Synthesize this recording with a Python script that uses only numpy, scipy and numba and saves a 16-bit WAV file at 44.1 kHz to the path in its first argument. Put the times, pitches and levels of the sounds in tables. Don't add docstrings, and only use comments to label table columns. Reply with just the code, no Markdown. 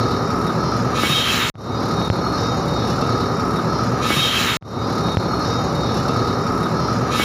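import sys
import numpy as np
from scipy import signal
from scipy.fft import rfft, irfft, next_fast_len
from scipy.io import wavfile
from scipy.ndimage import uniform_filter1d
from numba import njit

SR = 44100
rng = np.random.default_rng(int(sys.argv[2]) if len(sys.argv) > 2 else 0)


def convert_level_to_amplitude(level_db):
    exponent = np.asarray(level_db, float) / 20
    return 10 ** exponent


def pcm_store(signal):
    levels = np.round(np.clip(np.atleast_2d(signal), -1, 1) * 32767)
    wavfile.write(sys.argv[1], SR, levels.astype(np.int16).T)


N = 319284
T = np.arange(N) / SR
FIRING_HZ = 72.7
START_S, CUT_S = 1.540, 4.5695
FADE_FROM_S, FADE_S = 1.528, 0.3
VALVE_S = 3.995


# (frequency [Hz], width [Hz], level [dB])
ROD_MODES = [(2232, 24, -12), (2455, 26, -13), (2692, 26, -14), (2942, 45, -17), (3150, 50, -19),
             (3478, 26, -10), (4013, 30, -8), (4200, 40, -9), (4295, 70, -5), (4612, 36, -10),
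             (4895, 28, -7), (5183, 24, -8), (5472, 70, -8), (5770, 60, -12), (6050, 50, -17),
             (6340, 45, -19), (6640, 45, -16), (6960, 36, -20), (7287, 36, -19), (7970, 35, -33),
             (11290, 45, -27), (11610, 45, -26), (14560, 90, -32)]
# (frequency [Hz], density [dB per Hz])
FLUSH_SPECTRUM = [(1940, -27), (3300, -11.5), (3540, -29), (3650, 2.5), (3870, 0.5), (3970, 3), (4170, -2),
                  (4610, 0), (5580, 3), (6330, -9.5), (6770, -13), (7540, -50), (8000, -23), (10400, -54),
                  (17600, -120)]
# (frequency [Hz], density [dB per Hz])
GRIND_SPECTRUM = [(850, -33), (1450, -15), (1500, -4), (1650, 1.5), (2040, -9.5), (2260, -8.5),
                  (2800, -13.5), (3400, -22.5), (4420, -50), (7480, -120)]
# (frequency [Hz], density [dB per Hz])
HOOD_SPECTRUM = [(4470, -3), (7600, 2), (7950, -31), (8270, -13), (8570, 1), (8830, 3), (9790, -6.5),
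                 (10200, -0.5), (10700, 7), (11100, -11), (11700, 1.5), (12400, -4), (13600, -11),
                 (14900, -7), (15600, -12)]
# (time [s], level [dB])
FEED_PRESSURE = [(1.8, -34.5), (2.14, -36), (2.4, -32), (2.68, -35.5), (3.05, -33), (3.2, -34), (3.52, -38),
                 (3.68, -35.5), (3.9, -34.5)]


def drill(hammer):
    feed_db = curves(FEED_PRESSURE)[0]
    grind_db = np.minimum(-44.5 + 2.5 * (T - START_S), -34)
    hood_db = -52 + 0.1 * (feed_db - feed_db.mean())
    rod = ring(1.2 + hammer, ROD_MODES, fade_db=2.2, fade_rate=12)

    flush_gusts = convert_level_to_amplitude(1.1 * walk(22))
    flush = colour((5 + hammer) * flush_gusts * rng.standard_normal(N), FLUSH_SPECTRUM)
    flush = patchy(flush, [4300, 5300, 5400, 7000], depth_db=-3.0, rate=6.8)

    bite = convert_level_to_amplitude(1.0 * walk(22))
    grind = colour((2.6 + hammer) * bite * rng.standard_normal(N), GRIND_SPECTRUM)

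    hood_gusts = convert_level_to_amplitude(1.5 * walk(12))
    hood = colour((1.3 + hammer) * hood_gusts * rng.standard_normal(N), HOOD_SPECTRUM)
    hood = patchy(hood, [8850, 10100, 11800, 14400], depth_db=0.0, rate=5.09)

    treble = convert_level_to_amplitude(-4) * rod + convert_level_to_amplitude(-4.3) * flush
    drilling = convert_level_to_amplitude(feed_db) * treble + convert_level_to_amplitude(grind_db) * grind
    fade = ramp(FADE_FROM_S, FADE_S)
    return fade ** 1.16 * drilling + fade ** 1.2 * convert_level_to_amplitude(hood_db) * hood


# (time [s], peak [dB], rise [s], fall [s])
SINGING_SWELLS = [(1.72, -44.5, 0.14, 0.091), (2.03, -37.5, 0.085, 0.13), (2.49, -37, 0.14, 0.1),
                  (2.78, -34.5, 0.087, 0.11), (3.16, -45.5, 0.12, 0.16), (3.53, -43.5, 0.02, 0.054),
                  (4.05, -34.5, 0.048, 0.082), (4.24, -26, 0.07, .1), (4.5, -33.5, 0.035, 0.09)]


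def singing(hammer):
    tone = np.sin(2 * np.pi * 3743 * T + 1.5 * walk(30))
    gain = (convert_level_to_amplitude(-52.5) + swells(SINGING_SWELLS)) * ramp(FADE_FROM_S, FADE_S) ** 0.67
    return gain * convert_level_to_amplitude(3.2 * walk(30)) * tone * (1 + 0.4 * hammer)


# (frequency [Hz], density [dB per Hz])
JET_SPECTRUM = [(1940, -40), (3300, -5.5), (3520, -9), (3880, -1.5), (4570, -11), (5550, -11.5),
                (6040, -12.5), (7200, -11.5), (8140, -26.5), (8810, -19), (9770, -23), (10600, -13.5),
                (13400, -25), (14800, -13.5), (15600, -42)]
# (frequency [Hz], density [dB per Hz])
GUSH_SPECTRUM = [(820, -7.5), (1400, -4.5), (1520, -1.5), (1650, -2.5), (2130, -3.5), (2660, -2.5),
                 (3400, -4), (4420, -55), (7480, -120)]
# (frequency [Hz], width [Hz], level [dB])
BARE_ROD_MODES = [(1600, 50, -8), (1750, 50, -6), (2010, 40, -11), (2232, 26, -2), (2450, 30, -7),
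                  (2615, 30, -8), (2695, 32, -3), (2944, 45, -7), (3478, 24, -2), (4012, 32, -4),
                  (4290, 60, -9), (4895, 30, -11), (5470, 45, -14), (6640, 45, -15), (7285, 33, -15),
                  (8840, 68, -18), (10550, 90, -18), (11600, 50, -20), (14560, 60, -17)]
# (time [s], centre [Hz])
THROAT_SLIDE = [(4.04, 1640), (4.08, 1630), (4.17, 2540), (4.25, 2900), (4.4, 2850), (4.44, 3000),
                (4.57, 2580)]
COLLAR_PARTIALS = [3112, 3148, 3202, 3230]
# (time [s], peak [dB], rise [s], fall [s])
JET_SURGES = [(4.4, -41, 0.034, 0.015), (4.57, -48, 0.014, .04)]
GUSH_SURGES = [(4.108, -27, 0.012, 0.035), (4.49, -37, 0.024, 0.01)]
THROAT_SURGES = [(4.17, -33, 0.08, 0.032), (4.45, -29.5, 0.077, 0.082)]
COLLAR_SURGES = [(4.25, -24.5, 0.066, 0.18), (4.14, -30, 0.014, .02)]


def blast():
    throat_hz = curves(THROAT_SLIDE)[0]
    gush_db = np.minimum(-29.5 + 23 * np.maximum(T - 4.22, 0), -24.5)
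    rattle = beats(36.4, 4.7, [0], scatter_db=2.0, jitter_s=0.0019, decay_s=0.0051)
    jet = colour(convert_level_to_amplitude(1.0 * walk(24.78)) * rng.standard_normal(N), JET_SPECTRUM)
    gush = colour(convert_level_to_amplitude(1.8 * walk(29.9)) * rng.standard_normal(N), GUSH_SPECTRUM)
    rod = ring(1.2 + rattle, BARE_ROD_MODES, fade_db=2.4, fade_rate=14)
    throat = 2.07 * svf(rod, throat_hz, 380.0)

    chime = sum(np.sin(2 * np.pi * hz * T + 1.5 * walk(30)) for hz in COLLAR_PARTIALS)
    scrape = unit(svf(rng.standard_normal(N), np.full(N, 3170.), 200.))
    collar = unit((1.8 + rattle) * (chime + 0.9 * scrape))

    jet = jet - above(jet, 7600) * (1 - ramp(3.973, 0.2))
    jet = patchy(jet, [4270, 5200, 6300, 7550, 9000, 10600, 12600, 14600], depth_db=2.0, rate=13)
    open_hole = jet + convert_level_to_amplitude(-3) * rod

    gush = gush - above(gush, 2300) * (1 - ramp(4.08, 0.067))
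    clearing = ramp(4.03, 0.034) ** 2
    gush = clearing * (convert_level_to_amplitude(gush_db) + swells(GUSH_SURGES)) * gush

    parts = (convert_level_to_amplitude(-30) + swells(JET_SURGES)) * open_hole
    parts = parts + (convert_level_to_amplitude(-39) + swells(THROAT_SURGES)) * throat
    parts = parts + (convert_level_to_amplitude(-40) + swells(COLLAR_SURGES)) * collar
    return ramp(VALVE_S, 0.036) ** 2 * parts + gush


# (frequency [Hz], density [dB per Hz])
RUMBLE_SPECTRUM = [(15, -66), (25, -22), (54, -20), (118, -2.5), (190, -3), (253, -6), (286, -6), (460, -9),
                   (521, -10), (559, -11), (600, -12.5), (839, -12), (1090, -14), (1240, -10),
                   (1700, -30.5), (2210, -31.5), (3740, -120)]
# (frequency [Hz], width [Hz], level [dB])
PIPE_MODES = [(69.5, 18.5, -5), (111.9, 24.7, 0), (166.8, 26, -4), (248.1, 32, -4), (381.2, 34.5, -8),
              (467, 37, -9), (771, 54, -18.5)]
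# (frequency [Hz], rms level [dB])
GEAR_WHINES = [(562, -39.5), (1404, -56.5)]
CYLINDER_STRENGTHS = [0, -3, -1, -2, 0, -4]
# (time [s], peak [dB])
HARD_BURNS = [(1.8776, -37), (2.265, -10.5), (2.346, -16), (2.4863, -19), (2.9237, -18), (2.9833, -20),
              (3.023, -21), (3.091, -15.5), (3.2044, -24), (3.5503, -22), (3.596, -11), (3.791, -12),
              (4.0627, -11), (4.101, -10), (4.472, -16)]
# (time [s], knock boost [dB])
ENGINE_LOAD = [(1.9, 0), (2.05, -2.7), (2.41, 3), (2.68, -4), (3.12, 3), (3.28, 0), (3.5, 3.5), (3.66, 0.8),
               (3.78, 3), (3.9, 0), (4.03, 3.2), (4.16, -0.5), (4.4, 3.5), (4.56, 2)]


def diesel():
    load_db = curves(ENGINE_LOAD)[0]
    fade = ramp(FADE_FROM_S, FADE_S)
    rumble_db = -20 + 0.043 * load_db - 5 * ramp(VALVE_S, 0.25)
    throb = beats(FIRING_HZ / 3, 0, [0, -2], scatter_db=4.5, jitter_s=0.0022, decay_s=0.0064)
    burn = beats(FIRING_HZ, 2.9565, CYLINDER_STRENGTHS, scatter_db=2.4, jitter_s=0.0009, decay_s=0.0024)
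    rumble = colour((1 + 0.096 * throb + 0.053 * burn) * rng.standard_normal(N), RUMBLE_SPECTRUM)
    pipes = ring(1 + 0.19 * throb, PIPE_MODES, fade_db=1, fade_rate=3.69)

    cover_hz = np.full(N, 1265.)
    hum = svf(rng.standard_normal(N), cover_hz, 154.0)
    hum = unit(svf(hum, cover_hz, 154.0))
    carrier = np.sin(2 * np.pi * cover_hz * T + 1.62 * walk(60))
    knock = unit(hum + 1.5 * burn * carrier)
    s, db = np.transpose(HARD_BURNS)
    hard_knocks = puffs(s, db - 5.5, decay_s=0.0016) * carrier

    gears = np.zeros(N)
    for hz, db in GEAR_WHINES:
        whine_gain = convert_level_to_amplitude(db + 22.5 + 2 * walk(8))
        gears += whine_gain * np.sin(2 * np.pi * hz * T + 1.4 * walk(6))

    body = convert_level_to_amplitude(rumble_db) * fade * (convert_level_to_amplitude(-1.5) * rumble + convert_level_to_amplitude(-5) * pipes + gears)
    return body + convert_level_to_amplitude(-28.5 + load_db - 1.5) * fade ** 1.4 * knock + hard_knocks


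# (time [s], signed peak [full scale], ring [Hz], ring decay [s], edge decay [s])
FINGER_BUMPS = [
    (1.555, 0.08, 100, 0.02, .0012),
    (2.0156, 0.33, 203, 0.0052, 0.0003),
    (2.1011, .648, 93, 0.011, 0.00089),
    (3.99, .17, 300, 0.003, 0.00047),
    (4.1051, -.7, 298, 0.0041, 0.0003),
    (4.168, -0.39, 142, 0.021, 0.00042),
]


def bumps():
    out = np.zeros(N)
    for s, peak, hz, ring_s, edge_s in FINGER_BUMPS:
        t = np.maximum(T - s, 0)
        rise = 1 - np.exp(-(t / 0.0001) ** 2)
        push = np.exp(-t / edge_s)
        swing = 0.61 * np.exp(-t / ring_s) * np.cos(2 * np.pi * hz * t + 0.48)
        out += peak * rise * (push + swing)
    return out


def beats(hz, one_s, pattern_db, scatter_db, jitter_s, decay_s):
    count = int(N / SR * hz)
    chance = rng.standard_normal((count, 2))
    first_s = (one_s - decay_s) % (1 / hz)
    s = first_s + np.arange(count) / hz + jitter_s * chance[:, 0]
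    db = np.resize(pattern_db, count) + scatter_db * chance[:, 1]
    return unit(puffs(s, db, decay_s))


def puffs(s, db, decay_s):
    x = np.zeros(N)
    x[np.clip((s * SR).astype(int), 0, N - 1)] = convert_level_to_amplitude(db)
    pole = np.exp(-1 / (decay_s * SR))
    return signal.lfilter([np.e * (1 - pole)], [1, -2 * pole, pole ** 2], x)


def ring(drive, modes, fade_db, fade_rate):
    out = 0
    for hz, width, db in modes:
        peak = np.concatenate(signal.iirpeak(hz, hz / width, SR))
        mode = signal.sosfilt([peak, peak], drive * rng.standard_normal(N))
        out = out + convert_level_to_amplitude(db + fade_db * walk(fade_rate)) * mode
    return unit(out)


@njit
def svf(x, hz, width):
    y, band, low = np.empty(len(x)), 0., 0.
    for i in range(len(x)):
        g, k = np.tan(np.pi * hz[i] / SR), width / hz[i]
        v = (band + g * (x[i] - low)) / (1 + g * (g + k))
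        band, low, y[i] = 2 * v - band, low + 2 * g * v, k * v
    return y


def patchy(x, centres_hz, depth_db, rate):
    out = x
    for hz in centres_hz:
        band = svf(x, np.full(N, 1. * hz), hz / 6)
        out = out + band * (convert_level_to_amplitude(depth_db * walk(rate)) - 1)
    return unit(out)


def colour(x, points):
    hz, db = np.transpose(points)
    size = next_fast_len(N)
    f = np.maximum(np.arange(size // 2 + 1) * SR / size, 1)
    gain = convert_level_to_amplitude(np.interp(np.log(f), np.log(hz), db, left=-90, right=-90))
    return unit(irfft(rfft(x, size) * gain, size)[:N])


def above(x, hz):
    return signal.sosfiltfilt(signal.butter(2, hz, "high", fs=SR, output="sos"), x)


def walk(rate):
    k = int(SR / rate)
    steps = np.repeat(rng.standard_normal(N // k + 1), k)
    return 1.37 * uniform_filter1d(uniform_filter1d(steps, k), k)[:N]


def swells(rows):
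    gain = 0
    for s, db, rise_s, fall_s in rows:
        width_s = np.where(T < s, rise_s, fall_s)
        gain = gain + convert_level_to_amplitude(db) * np.exp(-((T - s) / width_s) ** 2)
    return gain


def ramp(from_s, rise_s):
    return np.clip((T - from_s) / rise_s, 0, 1)


def curves(rows):
    s, *columns = np.transpose(rows)
    return [np.interp(T, s, c) for c in columns]


def unit(x):
    return x / np.sqrt(np.mean(x ** 2))


# (time [s], level [dB])
KNOCK_DUCK = [
    (2.082, 0),
    (2.086, -11),
    (2.122, -8),
    (2.13, 0),
]
# (from [s], offset to the same moment of the shot [samples])
REPLAYS = [
    (0, 136407),
    (.67, 135383),
    (1.52, 0),
    (4.59, -135377),
    (6.83, -136401),
]


def scene():
    hammer = beats(FIRING_HZ / 2, 2.958, [0], scatter_db=2.5, jitter_s=0.0002, decay_s=0.0048)
    duck_db = curves(KNOCK_DUCK)[0]
    treble = drill(hammer) + singing(hammer) + blast()
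    shot = diesel() * convert_level_to_amplitude(duck_db) + treble * convert_level_to_amplitude(0.5 * duck_db) + bumps()

    shot *= ramp(START_S, 0.002) * convert_level_to_amplitude(-5.5 * (1 - ramp(1.578, 0.003)))
    shot *= np.where(T < CUT_S, 1, convert_level_to_amplitude(-40 - 9000 * (T - CUT_S)))

    piece = np.searchsorted([s for s, _ in REPLAYS], T, side="right") - 1
    out = np.zeros(N)
    for k, (_, lag) in enumerate(REPLAYS):
        splice = uniform_filter1d(1. * (piece == k), size=int(0.004 * SR))
        out += splice * np.roll(shot, -lag)
    return out[None]


def band_limit(x):
    return signal.sosfilt(signal.butter(12, 16610, fs=SR, output="sos"), x)


def record(dry):
    top = signal.ellip(10, 0.2, 60, 15480, fs=SR, output="sos")
    bass = signal.butter(2, 40, "high", fs=SR, output="sos")
    mix = signal.sosfilt(np.vstack([top, bass]), dry)
    return band_limit(mix)


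dry = scene()
out = record(dry)
pcm_store(out)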